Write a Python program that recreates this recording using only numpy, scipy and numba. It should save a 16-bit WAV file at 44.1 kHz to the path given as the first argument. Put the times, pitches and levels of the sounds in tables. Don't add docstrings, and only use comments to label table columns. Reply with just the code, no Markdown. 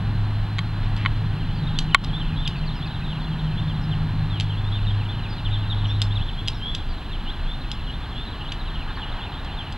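import sys
import numpy as np
from scipy import signal
from scipy.fft import rfft, irfft
from scipy.io import wavfile
from scipy.ndimage import uniform_filter1d
from numba import njit

SR = 44100
rng = np.random.default_rng(int(sys.argv[2]) if len(sys.argv) > 2 else 0)


def master_out(mix):
    frames = np.transpose(np.atleast_2d(mix))
    ceiling = np.clip(frames, -1, 1)
    pcm = np.round(ceiling * 32767).astype(np.int16)
    wavfile.write(sys.argv[1], SR, pcm)


N = 430857
T = np.arange(N) / SR


def undb(db):
    return 10 ** (np.asarray(db) / 20)


def curve(rows):
    return np.interp(T, *np.transpose(rows))


def unit(x):
    return x / np.sqrt(np.mean(x ** 2))


def wander(rate_hz):
    hold = int(SR / rate_hz)
    steps = np.repeat(rng.standard_normal(N // hold + 1), hold)
    return unit(uniform_filter1d(uniform_filter1d(steps, hold), hold)[:N])


def noise(spectrum):
    hz, db = np.transpose(spectrum)
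    bins = np.maximum(np.fft.rfftfreq(N, 1 / SR), 1)
    shape = undb(np.interp(np.log(bins), np.log(hz), db))
    return unit(irfft(rfft(rng.standard_normal(N)) * shape, N))


def bandpass(x, low_hz, high_hz, order=2):
    return signal.sosfilt(signal.butter(order, [low_hz, high_hz], "band", fs=SR, output="sos"), x)


def reverb(x, t60, wet_db, delay_s):
    t = T[:SR]
    tail = rng.standard_normal(SR) * undb(-60 * t / t60) * (t > delay_s)
    return x + undb(wet_db) * signal.fftconvolve(x, tail / np.linalg.norm(tail))[:N]


def strike(modes, crack_db, crack_s, detune):
    t = T[:SR // 16]
    hz, db, t60 = np.transpose(modes)[:, :, None]
    hz = hz * (1 + detune * rng.standard_normal(hz.shape))
    polarity = (-1) ** np.arange(len(modes))[:, None]
    ring = np.sum(polarity * undb(db - 60 * t / t60) * np.sin(2 * np.pi * hz * t), axis=0)
    crack = undb(crack_db) * rng.standard_normal(len(t)) * np.exp(-t / crack_s)
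    attack = 1 - np.exp(-t / 0.00092)
    return (ring + crack) * attack


def add(out, start_s, sound):
    i = int(start_s * SR)
    out[i:i + len(sound)] += sound[:N - i]


# time in seconds, firing rate in Hz.
FIRING_RATE = [(0, 51.93), (2, 52.17), (4, 51.2), (6.3, 51.3)]
# time in seconds, relative level in dB.
SECOND_HARMONIC = [(0.0, -25.5), (0.4, -23.5), (0.49, -28), (1.32, -24), (1.42, -35), (1.5, -28.5),
                   (2.5, -40), (2.69, -57), (2.88, -35), (3.14, -49), (3.54, -33.5), (4.96, -21),
                   (5.4, -40), (5.47, -25.5), (6.17, -22.5), (6.36, -47), (6.44, -29.5), (6.8, -42)]
THIRD_HARMONIC = [(0.0, -43), (1.48, -43), (1.65, -29), (1.91, -27.5), (1.98, -45), (2.07, -29.5),
                  (2.93, -37), (3.48, -26), (3.53, -33.5), (4.04, -24.5), (4.5, -34), (4.7, -54)]
EXHAUST_LEVEL = [(0, -24.5), (.4, -29), (1.7, -24), (2.7, -27), (4.1, -24.5), (4.65, -29), (6.6, -32),
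                 (7, -39.5), (7.6, -34.5), (9.77, -35)]
# frequency in Hz, relative density in dB.
EXHAUST_SPECTRUM = [(60, -18), (125, 1.5), (165, -0.5), (215, -10), (300, -16.5), (600, -44), (2000, -88)]


def engine():
    firing_hz = curve(FIRING_RATE) * (1 + 0.0052 * wander(6))
    phase = 2 * np.pi * np.cumsum(firing_hz) / SR
    second = undb(curve(SECOND_HARMONIC) + wander(14)) * np.interp(T, [6.3, 6.9], [1, 0])
    third = undb(curve(THIRD_HARMONIC) + 1.5 * wander(14)) * np.interp(T, [4.5, 6.9], [1, 0])
    drone = np.sqrt(2) * (second * np.sin(2 * phase) + third * np.sin(3 * phase))
    overtones = second * (undb(-27.5) * np.sin(5 * phase) + undb(-41) * np.sin(6 * phase))
    exhaust = noise(EXHAUST_SPECTRUM) * undb(curve(EXHAUST_LEVEL) - 5)
    return drone + overtones + exhaust


# frequency in Hz, relative density in dB.
RUMBLE_SPECTRUM = [(12, -42), (22, 5), (33, -0.5), (52, -9), (80, -7.5), (115, -17), (170, -20.5),
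                   (260, -22.5), (420, -31), (700, -42), (3000, -100)]
TYRE_SPECTRUM = [(30, -30), (300, -11), (560, -7), (800, 2.5), (1050, 0), (1300, -2.5), (1700, -2),
                 (2200, -11.5), (3000, -8.5), (5000, -31.5), (9000, -72)]
# time in seconds, relative level in dB.
TYRE_LEVEL = [(0, -43.5), (5.3, -43), (6.8, -45), (8.7, -43.5), (9.2, -41), (9.77, -43.5)]


def town():
    rumble = undb(-27.5) * noise(RUMBLE_SPECTRUM)
    tyres = noise(TYRE_SPECTRUM) * undb(curve(TYRE_LEVEL) + 2.5 + 0.45 * wander(8))
    return rumble + tyres


# frequency in Hz, relative density in dB.
MIC_HISS_SPECTRUM = [(1500, -8.5), (2600, -1.5), (3400, 1), (3700, 1.5), (3830, -12), (3980, 6),
                     (4170, 3.5), (4350, -10), (5000, -12.5), (5400, -20.5), (8000, -24), (11000, -24),
                     (15500, -26.5)]


def microphone_hiss():
    return undb(-46) * noise(MIC_HISS_SPECTRUM)


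# start in seconds, peak in dB ahead of the gain control, treble cutoff in Hz.
LEVER_CLICKS = [(.584, -15.5, 7050), (0.5894, -12.5, 7200), (1.05, -16, 2000), (1.0595, -5.5, 2600),
                (1.9456, 9, 2540), (1.9483, 7.5, 2300)]
# mode frequency in Hz, relative level in dB, t60 in seconds.
CAMERA_MODES = [(840, -8, 0.0088), (1114, -6, 0.03), (1440, -4.5, 0.018), (1944, -1, 0.015),
                (2200, -0.5, 0.019), (2544, -1, 0.0094), (3123, -4, 0.033), (3430, -6.5, 0.03),
                (3844, 3, 0.012), (4450, -7, 0.019), (6600, -9, 0.0084)]


def zoom_lever():
    out = np.zeros(N)
    for start, peak_db, cutoff_hz in LEVER_CLICKS:
        knock = strike(CAMERA_MODES, crack_db=-9, crack_s=.002, detune=.012)
        click = bandpass(knock, 600, cutoff_hz)
        add(out, start, undb(peak_db) * click / np.abs(click).max())
    return out


# start in seconds, length in seconds, level in dB, band centre in Hz.
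HAND_RUBS = [(0.822, .06, -45.5, 2630), (0.958, 0.1, -42, 2360), (8.86, .07, -40, 1180),
             (8.963, 0.044, -39, 1290)]


def hand_scuffs():
    out = np.zeros(N)
    for start, length, db, hz in HAND_RUBS:
        count = int(length * SR)
        grains = rng.standard_normal(count) * undb(2 * rng.exponential(size=count))
        rub = bandpass(grains, 0.75 * hz, 1.46 * hz, order=3) * signal.windows.tukey(count)
        add(out, start, undb(db) * unit(rub))
    return out


# start in seconds, first peak in dB, gap in seconds,
# second peak against the first in dB, pitch of the ring in Hz.
CROW_PECKS = [(0.965, -25, 0.011, -4, 3400), (1.788, -6.5, 0.0037, -9.5, 3310),
              (2.04, -26.5, 0.0054, 4.5, 3460), (2.4757, -13, 0.0024, -3, 3150),
              (4.3993, -12, 0.0088, -2, 3040), (6.0175, -7, .0052, -6, 3540), (6.476, -15, 0.0067, 7, 3390),
              (6.749, -14, 0.0019, -2, 3400), (7.7154, -15, 0.0033, -12, 3400), (8.52, -18, .003, -3, 3050),
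              (9.447, -29, .004, -6, 3500), (9.724, -24, 0.0049, -6, 3500)]
# mode frequency in Hz, relative level in dB, t60 in seconds.
BEAK_MODES = [(1930, -19, 0.0063), (2850, 2.5, 0.0047), (3460, 0, 0.0096), (4070, -2, .007),
              (4910, -4.5, 0.009), (5230, -15, 0.0043), (5840, -11.5, 0.0063), (6820, -17, 0.0078),
              (7640, -13, .007)]
BEAK_HZ = 3395


def crow():
    out = np.zeros(N)
    for start, db, gap, second_db, ring_hz in CROW_PECKS:
        modes = np.array(BEAK_MODES) * [ring_hz / BEAK_HZ, 1, 1]
        for touch_s, peak_db in [(start, db), (start + gap, db + second_db)]:
            blow = strike(modes, crack_db=-9, crack_s=.0016, detune=.03)
            tick = bandpass(blow, 800, 7000)
            add(out, touch_s, undb(peak_db) * tick / np.abs(tick).max())
    return reverb(out, t60=0.16, wet_db=-10, delay_s=0.0013)


def whistle(length_s, pitches, rasp):
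    progress = np.linspace(0, 1, int(length_s * SR))
    jitter = rng.standard_normal((2, len(progress)))
    pitch_flutter, level_flutter = unit(uniform_filter1d(uniform_filter1d(jitter, 90), 90))
    glide_hz = np.polyval(np.polyfit([0, .5, 1], pitches, 2), progress)
    hz = glide_hz * (1 + rasp * pitch_flutter)
    swell = np.abs(np.sin(np.pi * progress)) ** .5 * undb(3.4 * level_flutter)
    return unit(swell * np.sin(2 * np.pi * np.cumsum(hz) / SR))


REPERTOIRE = {"slur": (3820, 3280, 2750), "rise": (3220, 3520, 3650), "arch": (3800, 3550, 3000),
              "hook": (3650, 2980, 3000), "climb": (2830, 3220, 4100), "held": (3080, 3330, 3420),
              "dive": (4750, 3870, 2720)}
# start in seconds, length in seconds, relative level in dB, syllable.
STRONG_NOTES = [(1.666, 0.032, -44, "arch"), (1.755, .036, -44.5, "rise"), (1.91, .038, -42, "hook"),
                (2.127, 0.066, -40.5, "rise"), (2.198, 0.031, -42, "slur"), (2.361, 0.085, -44, "rise"),
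                (2.451, 0.024, -35.5, "slur"), (2.663, .055, -46, "dive"), (2.819, 0.034, -43, "rise"),
                (2.866, 0.029, -48, "dive"), (3.08, .058, -45, "slur"), (3.212, 0.069, -57, "dive"),
                (3.57, 0.04, -42.5, "rise"), (3.676, 0.053, -46, "slur"), (3.905, 0.04, -43, "slur"),
                (4.296, 0.095, -45, "slur"), (4.491, .045, -46, "hook"), (4.712, 0.067, -41.5, "rise"),
                (4.863, 0.059, -43.5, "arch"), (5.086, 0.029, -40, "rise"), (5.445, .04, -39, "slur"),
                (5.516, 0.056, -39, "arch"), (5.698, .044, -36, "arch"), (5.844, .017, -37.5, "slur"),
                (5.88, 0.053, -39.5, "rise"), (6.107, 0.027, -41, "rise"), (6.154, 0.03, -38, "arch"),
                (6.204, 0.035, -43, "climb"), (6.279, .024, -41, "slur"), (6.37, 0.048, -42.5, "held"),
                (6.61, 0.12, -37.5, "held"), (7.113, .054, -45, "slur"), (7.259, 0.064, -41.5, "climb"),
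                (7.46, 0.1, -44.5, "rise"), (7.865, 0.049, -43.5, "hook"), (8.148, 0.094, -44, "rise"),
                (8.404, 0.037, -44, "hook"), (8.461, 0.04, -44, "climb"), (8.955, 0.055, -51, "dive"),
                (9.015, .035, -40, "hook"), (9.199, .063, -47, "rise"), (9.569, 0.062, -42.5, "slur")]
# start in seconds, relative level in dB, start pitch in Hz.
THIN_NOTES = [(1.548, -57, 4850), (2.56, -57, 4670), (2.745, -60, 5350), (3.81, -62, 5470),
              (5.29, -53, 5150), (5.863, -63, 5850), (6.54, -60, 5500), (6.885, -58, 4910)]
# time in seconds, highest level in dB.
LINK_LEVEL = [(1, -50), (2.3, -44), (3.3, -43), (4.1, -56), (4.55, -41), (5.6, -44.5), (6.9, -47.5),
              (8.9, -42), (9.77, -45)]
THIN_NOTE_S, THIN_SAG_HZ_PER_S = .058, 11000
LINK_STEP_S, LINK_SPREAD_OCTAVES, LINK_DROP_OCTAVES = .045, .4, 0.0503


def finch():
    song = np.zeros(N)
    for start, length, db, name in STRONG_NOTES:
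        rasp = 0.00051 / length
        add(song, start, undb(db + 4) * whistle(length, REPERTOIRE[name], rasp))
    for start, db, hz in THIN_NOTES:
        pitches = hz - THIN_SAG_HZ_PER_S * THIN_NOTE_S * np.array([0, .5, 1])
        add(song, start, undb(db + 4.5) * whistle(THIN_NOTE_S, pitches, rasp=0.018))
    slur, rise, droop, hook, *_ = REPERTOIRE.values()
    links = np.array([slur, rise, slur, hook, droop, slur])
    for start in np.arange(LINK_LEVEL[0][0], T[-1] - .1, LINK_STEP_S):
        late, stretch, height, pick, soft = rng.uniform(size=5)
        octaves = LINK_SPREAD_OCTAVES * (height - .5) - LINK_DROP_OCTAVES
        pitches = links[int(pick * len(links))] * 2 ** octaves
        db = np.interp(start, *np.transpose(LINK_LEVEL)) - 4 * soft
        note = whistle(.026 + .03 * stretch, pitches, rasp=0.022)
        add(song, start + LINK_STEP_S * late, undb(db) * note)
    wall_echo = undb(-16.5) * np.interp(T - .045, T, song, left=0)
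    return reverb(song + wall_echo, t60=0.55, wet_db=-8, delay_s=0.0045)


def scene():
    right = engine() + town() + microphone_hiss() + finch() + crow() + zoom_lever() + hand_scuffs()
    left = np.concatenate([[0], right[:-1]])
    mid, difference = (left + right) / 2, (left - right) / 2
    port_hiss = undb(-77.5) * rng.standard_normal(N)
    above_bass = signal.butter(2, 1000, "high", fs=SR, output="sos")
    side = signal.sosfiltfilt(above_bass, difference + port_hiss)
    return np.array([mid + side, mid - side])


@njit
def follow(x, attack_s, release_s):
    out, level = np.empty(len(x)), 0.
    for i in range(len(x)):
        level += (x[i] - level) / (SR * (attack_s if x[i] > level else release_s))
        out[i] = level
    return out


def record(dry):
    envelope = follow(np.abs(dry[0]), attack_s=.004, release_s=.07)
    gain = np.minimum(1, .27 / (envelope + 1e-9))
    ducked = dry * gain
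    saturated = ducked / (1 + ducked ** 6) ** (1 / 6)
    whine = undb(-79) * np.sin(2 * np.pi * 15725 * T)
    steep_lowpass = signal.ellip(10, .2, 70, 15800, fs=SR, output="sos")
    return signal.sosfilt(steep_lowpass, saturated + whine)


dry = scene()
out = record(dry)
master_out(out)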